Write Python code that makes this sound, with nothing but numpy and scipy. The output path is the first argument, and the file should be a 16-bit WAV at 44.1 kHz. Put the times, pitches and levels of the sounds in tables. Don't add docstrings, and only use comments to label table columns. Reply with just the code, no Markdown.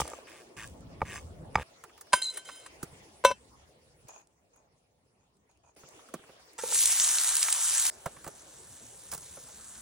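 import sys
import numpy as np
from scipy import signal
from scipy.fft import rfft, irfft, next_fast_len
from scipy.io import wavfile

SR = 44100
rng = np.random.default_rng(int(sys.argv[2]) if len(sys.argv) > 2 else 0)


def store_wav(level_fs):
    pcm = np.round(np.clip(np.atleast_2d(level_fs), -1, 1) * 32767)
    wavfile.write(sys.argv[1], SR, pcm.T.astype(np.int16))


N = 432878

# start_s, rumble_db, murmur_db, hiss_db, murmur_and_hiss_change_db
SCENES = [(0, -72, -52, -57, -7.5), (0.565, -51.5, -56.5, -66.5, 0.5), (1.632, -72.5, -65, -64, 3),
          (2.7, -65.5, -59, -59.5, -9.5), (4.071, -78.5, -64.5, -64, -3.5), (4.22, -76.5, -74, -78, -0.5),
          (5.763, -76.5, -62.5, -60, -3), (6.577, -68.5, -63.5, -67, -12), (7.907, -65.5, -59, -61, -7.5)]
# pitch_hz, level_db
RUMBLE_TONE = [(15, -52), (25, -27), (64, 0), (102, -4.5), (135, -3), (182, -7.5), (300, -12.5),
               (390, -42.5), (660, -120)]
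MURMUR_TONE = [(71, -44.5), (120, -19), (296, -3), (406, 0), (634, -2), (787, -5), (916, -6), (2500, -35),
               (3250, -50.5), (5500, -120)]
HISS_TONE = [(590, -39), (1000, -1.5), (1940, 0.5), (2580, -0.5), (4090, -5), (5370, -3), (15000, -9.5),
             (16100, -10.5), (16900, -56)]
# pitch_hz, likeness
AIR_LIKENESS = [(60, 1), (150, 0.8), (290, 0.77), (640, 0.4), (1400, -0.26), (3100, -0.24), (6800, -0.12),
                (11000, 0.55), (15000, -0.27)]

# pitch_hz, level_db, ring_s
SLAB_NOTES = [(68.6, -16, 0.13), (135, -2.5, 0.024), (522, -6.5, 0.016), (866, 5, 0.014),
              (1192, 1.5, 0.026), (1680, -12, 0.017), (1900, 1.5, 0.011), (2256, 1.5, 0.016),
              (3500, -9, 0.0073), (4990, -21.5, 0.038), (6270, -21, 0.023), (7550, -21, 0.022),
              (9386, -27, 0.023), (10000, -21, .01)]
# start_s, peak_db, treble_tilt_db_per_octave, low_notes_db
CHOPS = [(0.001, -14.5, -9.5, 0), (0.016, -18, -8.5, 3), (0.052, -32, -15, 0), (0.075, -36.5, -3, 0),
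         (0.116, -34, -11, -10), (0.134, -29, -11.5, -10), (0.186, -38, -24, -12), (1.006, -41, 2, -8),
         (1.017, -13, -8, 6), (1.026, -22.5, -20, 13), (1.546, -37, 6.5, -4.5), (1.555, -7, -1, -1),
         (1.572, -23.5, -4.5, 9.5), (1.582, -22, -13.5, 10), (1.596, -26, -19, 19), (1.61, -33.5, -17, 1)]
# start_s, length_s, swell_db, peel_db, wood_db, blade_db
STROKES = [(0, 0.036, -28.5, -27, -60, -53), (.03, 0.15, -12, -53.5, -56, -51),
           (.268, 0.15, -4.5, -59.5, -55.5, -71), (.565, 0.078, 1, -55, -47.5, -57.5),
           (1.05, 0.091, 10, -61.5, -53.5, -61), (1.15, 0.04, -9, -49.5, -42, -45),
           (1.575, 0.072, 7, -61, -50, -68)]
# pitch_hz, level_db, ring_s
WOOD_NOTES = [(1185, -3, .06), (1680, -3.5, 0.11), (1840, -1, .04), (2150, 1, .015), (2500, -3, 0.03),
              (2780, -12.5, .025), (3500, -13.5, .03)]
BLADE_NOTES = [(4480, -12.5, .04), (5100, -10, .04), (6100, -3, .04), (6260, -2.5, .02), (7500, 0.5, .03),
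               (9400, -0.5, .015)]
# pitch_hz, level_db
PEEL_TONE = [(1760, -33), (3000, 4.5), (3950, -24.5), (4600, -4.5), (8700, -4.5), (9980, -6.5),
             (15200, -24.5), (16200, -5), (16900, -70)]
# start_s, peak_db
TICKS = [(0.078, -25.5), (0.1, -34), (0.675, -36), (0.8076, -48), (4.272, -52), (5.2094, -68),
         (5.3694, -61), (5.5134, -53), (5.5735, -60), (5.75, -59), (5.888, -41)]
# start_s, peak_db, pitch_hz, thud_db, tick_db
KNOCKS = [(1.837, -37.5, 1170, -55, -34), (1.893, -52, 1500, -80, -58), (1.976, -52, 1470, -81, -43),
          (2.009, -45, 1360, -77, -32), (2.068, -55, 1630, -80, -54), (2.371, -37, 1770, -75, -36),
          (2.488, -34, 1760, -70, -64), (2.659, -38.5, 1760, -68, -50), (2.828, -31, 350, -34, -25),
          (2.923, -58, 445, -46, -57.5), (4.083, -51.5, 547, -82, -38), (4.559, -62, 850, -76, -53),
          (5.498, -65.5, 700, -77.5, -77), (5.765, -50, 301, -66, -66), (5.833, -45, 610, -50.5, -61),
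          (5.99, -49, 1250, -71, -64), (6.086, -50, 1200, -76, -46), (6.138, -24, 337, -55, -29.5),
          (6.19, -49, 520, -57, -56), (6.236, -48.5, 600, -61, -60), (6.29, -46, 560, -59, -65),
          (6.394, -53, 800, -66, -59.5), (6.531, -65, 451, -77.5, -45), (8.058, -24, 720, -30.5, -25.5),
          (8.165, -46, 1190, -50, -52), (8.242, -40, 1310, -52, -34), (8.263, -34, 581, -40, -38),
          (8.275, -34.5, 584, -46, -27.5), (9.05, -58, 900, -61, -48), (9.115, -43, 1200, -62, -24),
          (9.124, -35, 786, -46, -24), (9.134, -41.5, 990, -45, -22), (9.146, -38.5, 914, -44, -22),
          (9.176, -49, 1000, -49, -30), (9.219, -51.5, 700, -53, -38), (9.369, -40, 545, -54, -51),
          (9.486, -52, 793, -65, -38)]

# early_hit_hz, later_hit_hz, hit_from_below_db, hit_inside_db, ring_s
PAN_NOTES = [(64, 64, -16, -25, 0.14), (220, 220, -24, -29, 0.32), (577, 550, -18, 0, .14),
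             (1007, 1001, -2.5, 0, 0.48), (1545, 1523, 1, -7.5, 0.28), (2153, 2120, -1, -11, .1),
             (2261, 2229, -14, -11.5, .25), (2710, 2654, -10.5, -8.5, 0.36), (3130, 3095, 3, -19.5, 0.36),
             (3680, 3591, -14, -11, 0.12), (3950, 3876, -12.5, -11, .1), (4040, 4032, 1, -12, .15),
             (4850, 5300, -17.5, -13.5, .3), (5050, 5700, -8, -17, .4), (6100, 6062, -17, -10.5, 0.36),
             (6380, 19000, -11, -16, 0.39), (6918, 6826, -8, -9.5, 0.09), (7500, 3500, -12.5, -15.5, .16),
             (7660, 7833, -4.5, -10, .1), (8430, 8419, -6.5, -6, .14), (9180, 11000, 4, -5.5, 0.12),
             (9680, 8800, -4, -12, .15), (10200, 13000, -7.5, -10, 0.089), (11500, 8900, -3.5, -18, .07)]
# start_s, peak_db, inside_share, treble_tilt_db_per_octave, free_s, left_over_right_db
PAN_HITS = [(2.124, -29.5, 0.34, -2.5, 0.0067, -1), (2.131, -7, 0.56, -1.5, 0.0029, -1),
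            (2.136, -5, 0.25, -5.5, 0.002, -1), (2.14, -17, 0, 4, .19, 0.5),
            (2.217, -25.5, 0, 6.5, 0.0061, -3), (2.371, -25, 0, 23, 0.0075, 1),
            (2.488, -38.5, 0.6, -4.5, 0.013, -7), (2.662, -35.5, 0.26, 4.5, 0.0039, 4),
            (3.239, -20, 0.8, -5.5, 0.014, 0.5), (3.247, -9.5, 1, -1.5, 0.052, -1),
            (3.249, -2.5, 0.8, -4.5, .0015, 4), (3.304, -25, .9, -7, 0.0025, 13),
            (3.311, -19, 0.56, -8, 0.0073, 2.5), (6.586, -30, 0.65, -1.5, 0.011, -3),
            (6.635, -25.5, 1, -9, 0.0056, -10), (6.722, -29, 0.54, -5, 0.0018, 1)]
# start_s, length_s, swell_db, grating_db, overtones_db
DRAGS = [(2.14, 0.056, -10.5, -34.5, -57), (2.215, 0.091, -6.5, -44, -39.5), (2.32, 0.071, -5.5, -45, -71),
         (2.445, 0.22, -9, -47.5, -57)]
# time_s, pitch_hz, relative_level_db
SQUEAL_PATH = [(2.216, 4050, -50), (2.224, 4050, -20), (2.229, 4090, -42), (2.234, 4190, -32),
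               (2.245, 4170, -34), (2.256, 3900, -38), (2.268, 4110, -35), (2.285, 3930, -40),
               (2.303, 4100, -43), (2.312, 4110, -48)]
# pitch_hz, level_db, ring_s
SQUEAL_NOTES = [(4100, -3, .06), (3990, -4, 0.071)]
DRAG_OVERTONES = [(7650, 0, .06), (6490, -8, 0.11), (9850, -7.5, .06), (10600, -6.5, .06)]

# start_s, length_s, swell_db, hiss_db, bubbling_db
MELTS = [(4.08, 0.1, -5, -55, -52.5), (4.53, 0.05, 0, -71.5, -66.5), (5.19, .05, 0, -81, -77),
         (5.49, 0.036, -2.5, -74, -71), (5.63, 0.059, 4, -73, -70.5)]
# pitch_hz, level_db, ring_s
WHISTLE_NOTES = [(6650, 5.5, .035), (6450, -5.5, 0.013), (7550, -9.5, 0.016), (9030, -12, 0.0083),
                 (6000, -13.5, 0.012)]
BUBBLE_NOTES = [(660, -2.5, .02), (840, 0.5, .02), (950, -2.5, 0.017), (1260, -13, 0.0098),
                (2450, -7, 0.023)]
# time_s, sizzle_db, sputter_db
FRY_LEVELS = [
    [(6.582, -43.5, -49), (6.69, -34, -56), (6.745, -24.5, -51.5), (7.05, -25.5, -44), (7.55, -28.5, -44.5),
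     (7.898, -25.5, -44.5), (7.906, -58, -94)],
    [(7.907, -55.5, -65), (9.2, -50, -69), (9.816, -49, -60)],
]
# pitch_hz, level_db
SIZZLE_TONE = [(1800, -14.5), (2500, -14.5), (4000, -9), (5500, -11.5), (7000, 1.5), (9500, -2),
               (11000, -1.5), (13000, -6.5), (16000, -6)]
SPUTTER_TONE = [(210, -68), (350, 10), (389, -29.5), (510, 1), (908, 8), (1680, 9), (2340, -14.5),
                (3500, -29), (4550, -31.5), (7700, -120)]
# pitch_hz, likeness
FRY_LIKENESS = [(60, .98), (130, .7), (290, -.35), (500, -.7), (950, .1), (1400, .87), (1900, .86),
                (3100, .6), (5000, .7), (8000, .88), (15000, .88)]
# start_s, peak_db, pitch_hz
FAT_POPS = [(6.807, -13, 8100), (6.816, -15.5, 7000), (6.8352, -11.5, 9250), (6.8574, -6.5, 9050),
            (6.9188, -13.5, 7100), (6.999, -13, 6000), (7.0464, -14, 6850), (7.0906, -16.5, 6580),
            (7.1844, -11.5, 5800), (7.274, -14, 8300), (7.3537, -9, 9160), (7.3673, -9.5, 9350),
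            (7.429, -7, 7340), (7.4847, -21, 1680), (7.5263, -8.5, 8500), (7.6242, -18.5, 7040),
            (7.7983, -8, 8900), (7.866, -12.5, 9600)]
# low_hz, high_hz
HOLLOW_HZ = [11700, 14000]

BAND_EDGES_HZ = 28 * 2 ** (np.arange(29) / 3)
FILLED_PITCH = .89
TIME_S = np.arange(N) / SR


def amp(db):
    return 10 ** (np.asarray(db) / 20)


def low_cut(sound, hz):
    return signal.sosfilt(signal.butter(2, hz, "high", fs=SR, output="sos"), sound)


def at_hz(points, hz, outside=None):
    pitches, values = np.transpose(points)
    return np.interp(np.log(hz), np.log(pitches), values, outside, outside)


def in_time(tables):
    curves = np.full((len(tables[0][0]) - 1, N), -120.)
    for rows in tables:
        times, *columns = np.transpose(rows)
        inside = (TIME_S >= times[0] - .001) & (TIME_S <= times[-1] + .001)
        curves[:, inside] = [np.interp(TIME_S[inside], times, column) for column in columns]
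    return curves


def movement_db(rows, column, fade_db_per_s):
    loudest = np.full(N, -120.)
    for start, length, swell_db, *levels in rows:
        age = TIME_S - start
        db = levels[column] + swell_db * np.minimum(age / length, 1)
        db -= fade_db_per_s * np.maximum(age - length, 0)
        db += 20 * np.log10(np.clip(age / .0037, 1e-4, 1))
        loudest = np.maximum(loudest, np.where(age >= 0, db, -120))
    return loudest


def drift(rate_hz):
    hold = np.exp(-128 * np.pi * rate_hz / SR)
    slow = signal.lfilter([1], [1, -2 * hold, hold * hold], rng.standard_normal(N // 64 + 1002))[1000:]
    return np.interp(np.arange(N) / 64, np.arange(len(slow)), slow / slow.std())


def grains(per_s, spread_db):
    chance = np.clip(per_s / SR, 1e-4, 1)
    sizes = amp(spread_db * np.minimum(rng.exponential(1, (2, 1, N)), 3))
    clicks = sizes * (rng.random((2, 1, N)) < chance)
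    return clicks / np.sqrt(np.mean(clicks ** 2)) * rng.standard_normal((2, 2, N)) + 1e-18


def shape_noise(source, layers, likeness, flicker_db):
    out, shared_drift = np.zeros((2, N)), drift(1)
    centres, widths = np.sqrt(BAND_EDGES_HZ[1:] * BAND_EDGES_HZ[:-1]), np.diff(BAND_EDGES_HZ)
    powers = [amp(at_hz(tone, centres, -99.)) ** 2 * widths for tone, db in layers]
    levels = np.array([amp(db) ** 2 for tone, db in layers])
    for k, hz in enumerate(centres):
        shares = np.array([power[k] / power.sum() for power in powers])
        if shares.max() < 1e-6:
            continue
        band = signal.butter(2, BAND_EDGES_HZ[k:k + 2], "band", fs=SR, output="sos")
        mid, side = signal.sosfilt(band, source[k % 2]) * np.sqrt(SR / 2 / widths[k])
        gain = np.sqrt(shares @ levels) * amp(flicker_db * (.17 * shared_drift + drift(10)))
        alike = np.clip(at_hz(likeness, hz), -.98, .98)
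        out += gain * np.sqrt(.5) * (np.sqrt(1 + alike) * mid + np.sqrt(1 - alike) * side * [[1], [-1]])
    return out


def ring(push, hz, ring_s):
    hold, step = amp(-60 / (ring_s * SR)), 2 * np.pi * hz / SR
    return signal.lfilter([0, np.sin(step)], [1, -2 * hold * np.cos(step), hold * hold], push + 1e-18)


def add(out, start_s, sound, peak_db, left_db):
    first = round(start_s * SR)
    sound = sound[:N - first] * amp(peak_db) / np.abs(sound).max()
    out[:, first:first + len(sound)] += sound * amp([[left_db / 2], [-left_db / 2]])


def strike(hz, db, ring_s, free_s, crack_db, tail_s):
    t = np.arange(round(.4 * SR)) / SR
    hz, db, ring_s = hz[:, None], db[:, None], ring_s[:, None]
    detune, offset = rng.normal(0, 1, (2, len(hz), 1))
    phase = 2 * np.pi * hz * t
    twins = .25 * np.sin(phase * (1 + .006 * detune) + 2 * offset)
    notes = amp(db - 60 * t / ring_s) * (np.sin(phase) + twins)
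    mute = amp(-1500 * np.maximum(t - free_s, 0))
    touch = np.where(hz < 2500, mute, mute ** .3)
    swell = np.minimum(t / (.00076 + .76 / hz), 1)
    body = (notes * touch * swell).sum(0)
    noise = low_cut(signal.lfilter([1], [1, -.7], rng.standard_normal(len(t))), 600)
    crack, rattle = amp(-21 - 60 * t / .0022), mute * amp(-24.5 - 60 * t / tail_s)
    return body / np.abs(body).max() + noise * amp(crack_db) * (crack + rattle)


def rubbed(push, notes, ring_share=1):
    rung = sum(amp(db) / np.sqrt(ring_s * ring_share * SR / 27.6) * ring(push, hz, ring_s * ring_share)
               for hz, db, ring_s in notes)
    return low_cut(rung, 600) / np.sqrt(np.sum(amp(np.array(notes)[:, 1]) ** 2))


def pop(hz, fade_s):
    t = np.arange(round(.02 * SR)) / SR
    burst = rng.standard_normal(len(t)) * amp(-60 * t / fade_s)
    return low_cut(ring(burst, hz, 6 / hz) + .098 * burst, .44 * hz)


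def surroundings():
    start, rumble_db, murmur_db, hiss_db, change_db = np.transpose(SCENES)
    now = np.searchsorted(start, TIME_S, "right") - 1
    lengths = np.diff(np.append(start, N / SR))
    fade_db = change_db[now] * (TIME_S - start[now]) / lengths[now]
    layers = [(RUMBLE_TONE, rumble_db[now] + 1.1 * drift(rate_hz=1.8)),
              (MURMUR_TONE, murmur_db[now] + fade_db), (HISS_TONE, hiss_db[now] + fade_db)]
    return shape_noise(rng.standard_normal((2, 2, N)), layers, AIR_LIKENESS, flicker_db=3.5)


def knife():
    board, (hz, db, ring_s) = np.zeros((2, N)), np.transpose(SLAB_NOTES)
    for start, peak_db, tilt_db, low_db in CHOPS:
        colour_db = np.where(hz < 300, low_db, tilt_db * np.log2(hz / 1000))
        chop = strike(hz, db + colour_db, ring_s, free_s=.1, crack_db=-20, tail_s=.15)
        add(board, start, chop, peak_db, left_db=-.8)
    peel_db = movement_db(STROKES, column=0, fade_db_per_s=154)
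    wood_db, blade_db = (movement_db(STROKES, column, fade_db_per_s=1200) for column in (1, 2))
    slip_hz = 140 * amp(2.5 * drift(20))
    slips = np.maximum(np.sin(2 * np.pi * np.cumsum(slip_hz) / SR), 0) ** 3
    stutter = (.5 + 1.74 * slips) * rng.standard_normal(N)
    scrape = low_cut(rubbed(amp(wood_db) * stutter, WOOD_NOTES, ring_share=.5), 1000)
    scrape += rubbed(amp(blade_db) * stutter, BLADE_NOTES, ring_share=.9)
    waver_s = .0004 * drift(6.5)
    board += np.interp(TIME_S + waver_s, TIME_S, scrape)
    end = round(SCENES[2][0] * SR)
    board[:, end:], peel_db[end:] = 0, -120
    crackle = grains(6900, spread_db=3) * (1.1 + slips)
    return board, shape_noise(crackle, [(PEEL_TONE, peel_db)], AIR_LIKENESS, flicker_db=.3)


def ticks():
    out = np.zeros((2, N))
    for start, peak_db in TICKS:
        add(out, start, pop(9500, fade_s=.014), peak_db, left_db=-2)
    return out


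def knocks():
    out, t = np.zeros((2, N)), np.arange(round(.15 * SR)) / SR
    for start, peak_db, hz, thud_db, tick_db in KNOCKS:
        noise = rng.standard_normal((2, len(t)))
        push = noise[0] * np.minimum(t / .003, 1) * amp(-60 * t / .057)
        body = ring(push, hz, 3.1 / hz) + .33 * ring(push, 1240, .0061)
        thud = np.sin(2 * np.pi * 150 * t) * amp(-60 * t / .037)
        tick = noise[1] * np.minimum(t / .0023, 1) * amp(-60 * t / .042)
        add(out, start, low_cut(low_cut(body, .48 * hz), .48 * hz), peak_db, left_db=-4)
        add(out, start + .0059, thud, thud_db, left_db=-4)
        add(out, start, low_cut(tick, 7000), tick_db, left_db=-4)
    return out


def pan_hits():
    out = np.zeros((2, N))
    early_hit_hz, later_hit_hz, below_db, inside_db, ring_s = np.transpose(PAN_NOTES)
    octaves = np.log2(np.maximum(early_hit_hz, 550) / 2000)
    for start, peak_db, inside, tilt_db, free_s, left_db in PAN_HITS:
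        db = below_db + inside * (inside_db - below_db) + tilt_db * octaves
        hz = early_hit_hz if start < 3 else later_hit_hz * (FILLED_PITCH if start > 6 else 1)
        crack_db = 3.5 * (1 - inside)
        add(out, start, strike(hz, db, ring_s, free_s, crack_db, tail_s=.16), peak_db, left_db)
    return out


def pan_drag():
    out, span = np.zeros((2, N)), slice(round(2.1 * SR), round(2.9 * SR))
    hz, _, below_db, _, ring_s = np.transpose(PAN_NOTES)
    notes = list(zip(hz, below_db + 1.9 * np.log2(hz / 2000), ring_s))[2:]
    grit = grains(5500, spread_db=-17)[0]
    grating, singing = (amp(movement_db(DRAGS, k, fade_db_per_s=594)) * grit[k] for k in (0, 1))
    squeal_hz, squeal_db = in_time([SQUEAL_PATH])
    loudness = amp(squeal_db + 2.4 * drift(49.3))
    wavering_hz = squeal_hz * (1 + .0039 * drift(60))
    squeal = (loudness * np.sin(2 * np.pi * np.cumsum(wavering_hz) / SR))[span]
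    singing *= amp(4 * drift(30))
    out[:, span] += 1.5 * squeal + amp(-18) * rubbed(squeal, SQUEAL_NOTES, ring_share=.95)
    out[:, span] += rubbed(grating[span], notes, ring_share=.72) + amp(-7) * low_cut(grating[span], 1200)
    out[:, span] += low_cut(rubbed(singing[span], DRAG_OVERTONES, ring_share=.99), 5000)
    return out


def melting_butter():
    hiss, bubbling = (amp(movement_db(MELTS, column, fade_db_per_s=295)) for column in (0, 1))
    whistle = rubbed(hiss * grains(4000, spread_db=5.5)[0], WHISTLE_NOTES)
    return whistle + rubbed(bubbling * grains(500, spread_db=0)[0], BUBBLE_NOTES)


def frying(spits_per_s=160):
    sizzle_db, sputter_db = in_time(FRY_LEVELS)
    clicks = np.abs(grains(1500, spread_db=0)[:, :1])
    bursts = signal.lfilter([.2], [1, -.93], clicks)
    crackle = (1 + bursts) * rng.standard_normal((2, 2, N))
    layers = [(SIZZLE_TONE, sizzle_db), (SPUTTER_TONE, sputter_db)]
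    out = shape_noise(crackle / crackle.std(), layers, FRY_LIKENESS, flicker_db=1.65)
    for start, peak_db, hz in FAT_POPS:
        add(out, start, pop(hz, fade_s=.012), peak_db, left_db=-1.5)
    first_s, last_s = FRY_LEVELS[0][0][0], FRY_LEVELS[-1][-1][0] - .03
    for when, strength, pitch, side in rng.random((round(spits_per_s * (last_s - first_s)), 4)):
        start, hz = first_s + when * (last_s - first_s), 1200 * 8 ** pitch
        pitch_db = 5 * np.log2(hz / 8000)
        peak_db = sizzle_db[round(start * SR)] - 3 + 9 * strength + pitch_db
        add(out, start, pop(hz, fade_s=.00085 + 6 / hz), peak_db, left_db=8 * (side - .5))
    return out


def tumbling_pepper(pieces=36, start_s=6.65, length_s=.11):
    out = np.zeros((2, N))
    early_hit_hz, later_hit_hz, _, inside_db, ring_s = np.transpose(PAN_NOTES)
    dull_db = inside_db - 7.2 * np.log2(np.maximum(early_hit_hz, 550) / 2000)
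    for when, softness in rng.random((pieces, 2)):
        db = dull_db + rng.normal(0, 2.7, len(dull_db))
        hz = FILLED_PITCH * later_hit_hz * rng.normal(1, .026, len(db))
        landing = strike(hz, db, ring_s, free_s=.0057, crack_db=0, tail_s=.16)
        add(out, start_s + length_s * when, landing, peak_db=-41 - 4 * when - 3.2 * softness, left_db=-4)
    return out


def microphone_lag(sound, opposite_hz=13000):
    size = next_fast_len(N)
    hz = np.arange(size // 2 + 1) * SR / size
    phase = np.pi / 2 * (hz / opposite_hz) ** 1.7 * np.array([[-1], [1]])
    return irfft(rfft(sound, size) * np.exp(1j * phase), size)[:, :N]


def scene():
    board, peel = knife()
    near = board + ticks() + knocks() + pan_hits() + pan_drag() + frying() + tumbling_pepper()
    return microphone_lag(near) + peel + melting_butter() + surroundings()


def record(dry):
    mid, side = (dry[0] + dry[1]) / 2, (dry[0] - dry[1]) / 2
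    hollow = signal.cheby2(4, 25, HOLLOW_HZ, "stop", fs=SR, output="sos")
    top_cut = signal.ellip(10, .3, 70, 15900, fs=SR, output="sos")
    mid = signal.sosfiltfilt(hollow, mid)
    return signal.sosfilt(top_cut, [mid + side, mid - side])


dry = scene()
out = record(dry)
store_wav(out)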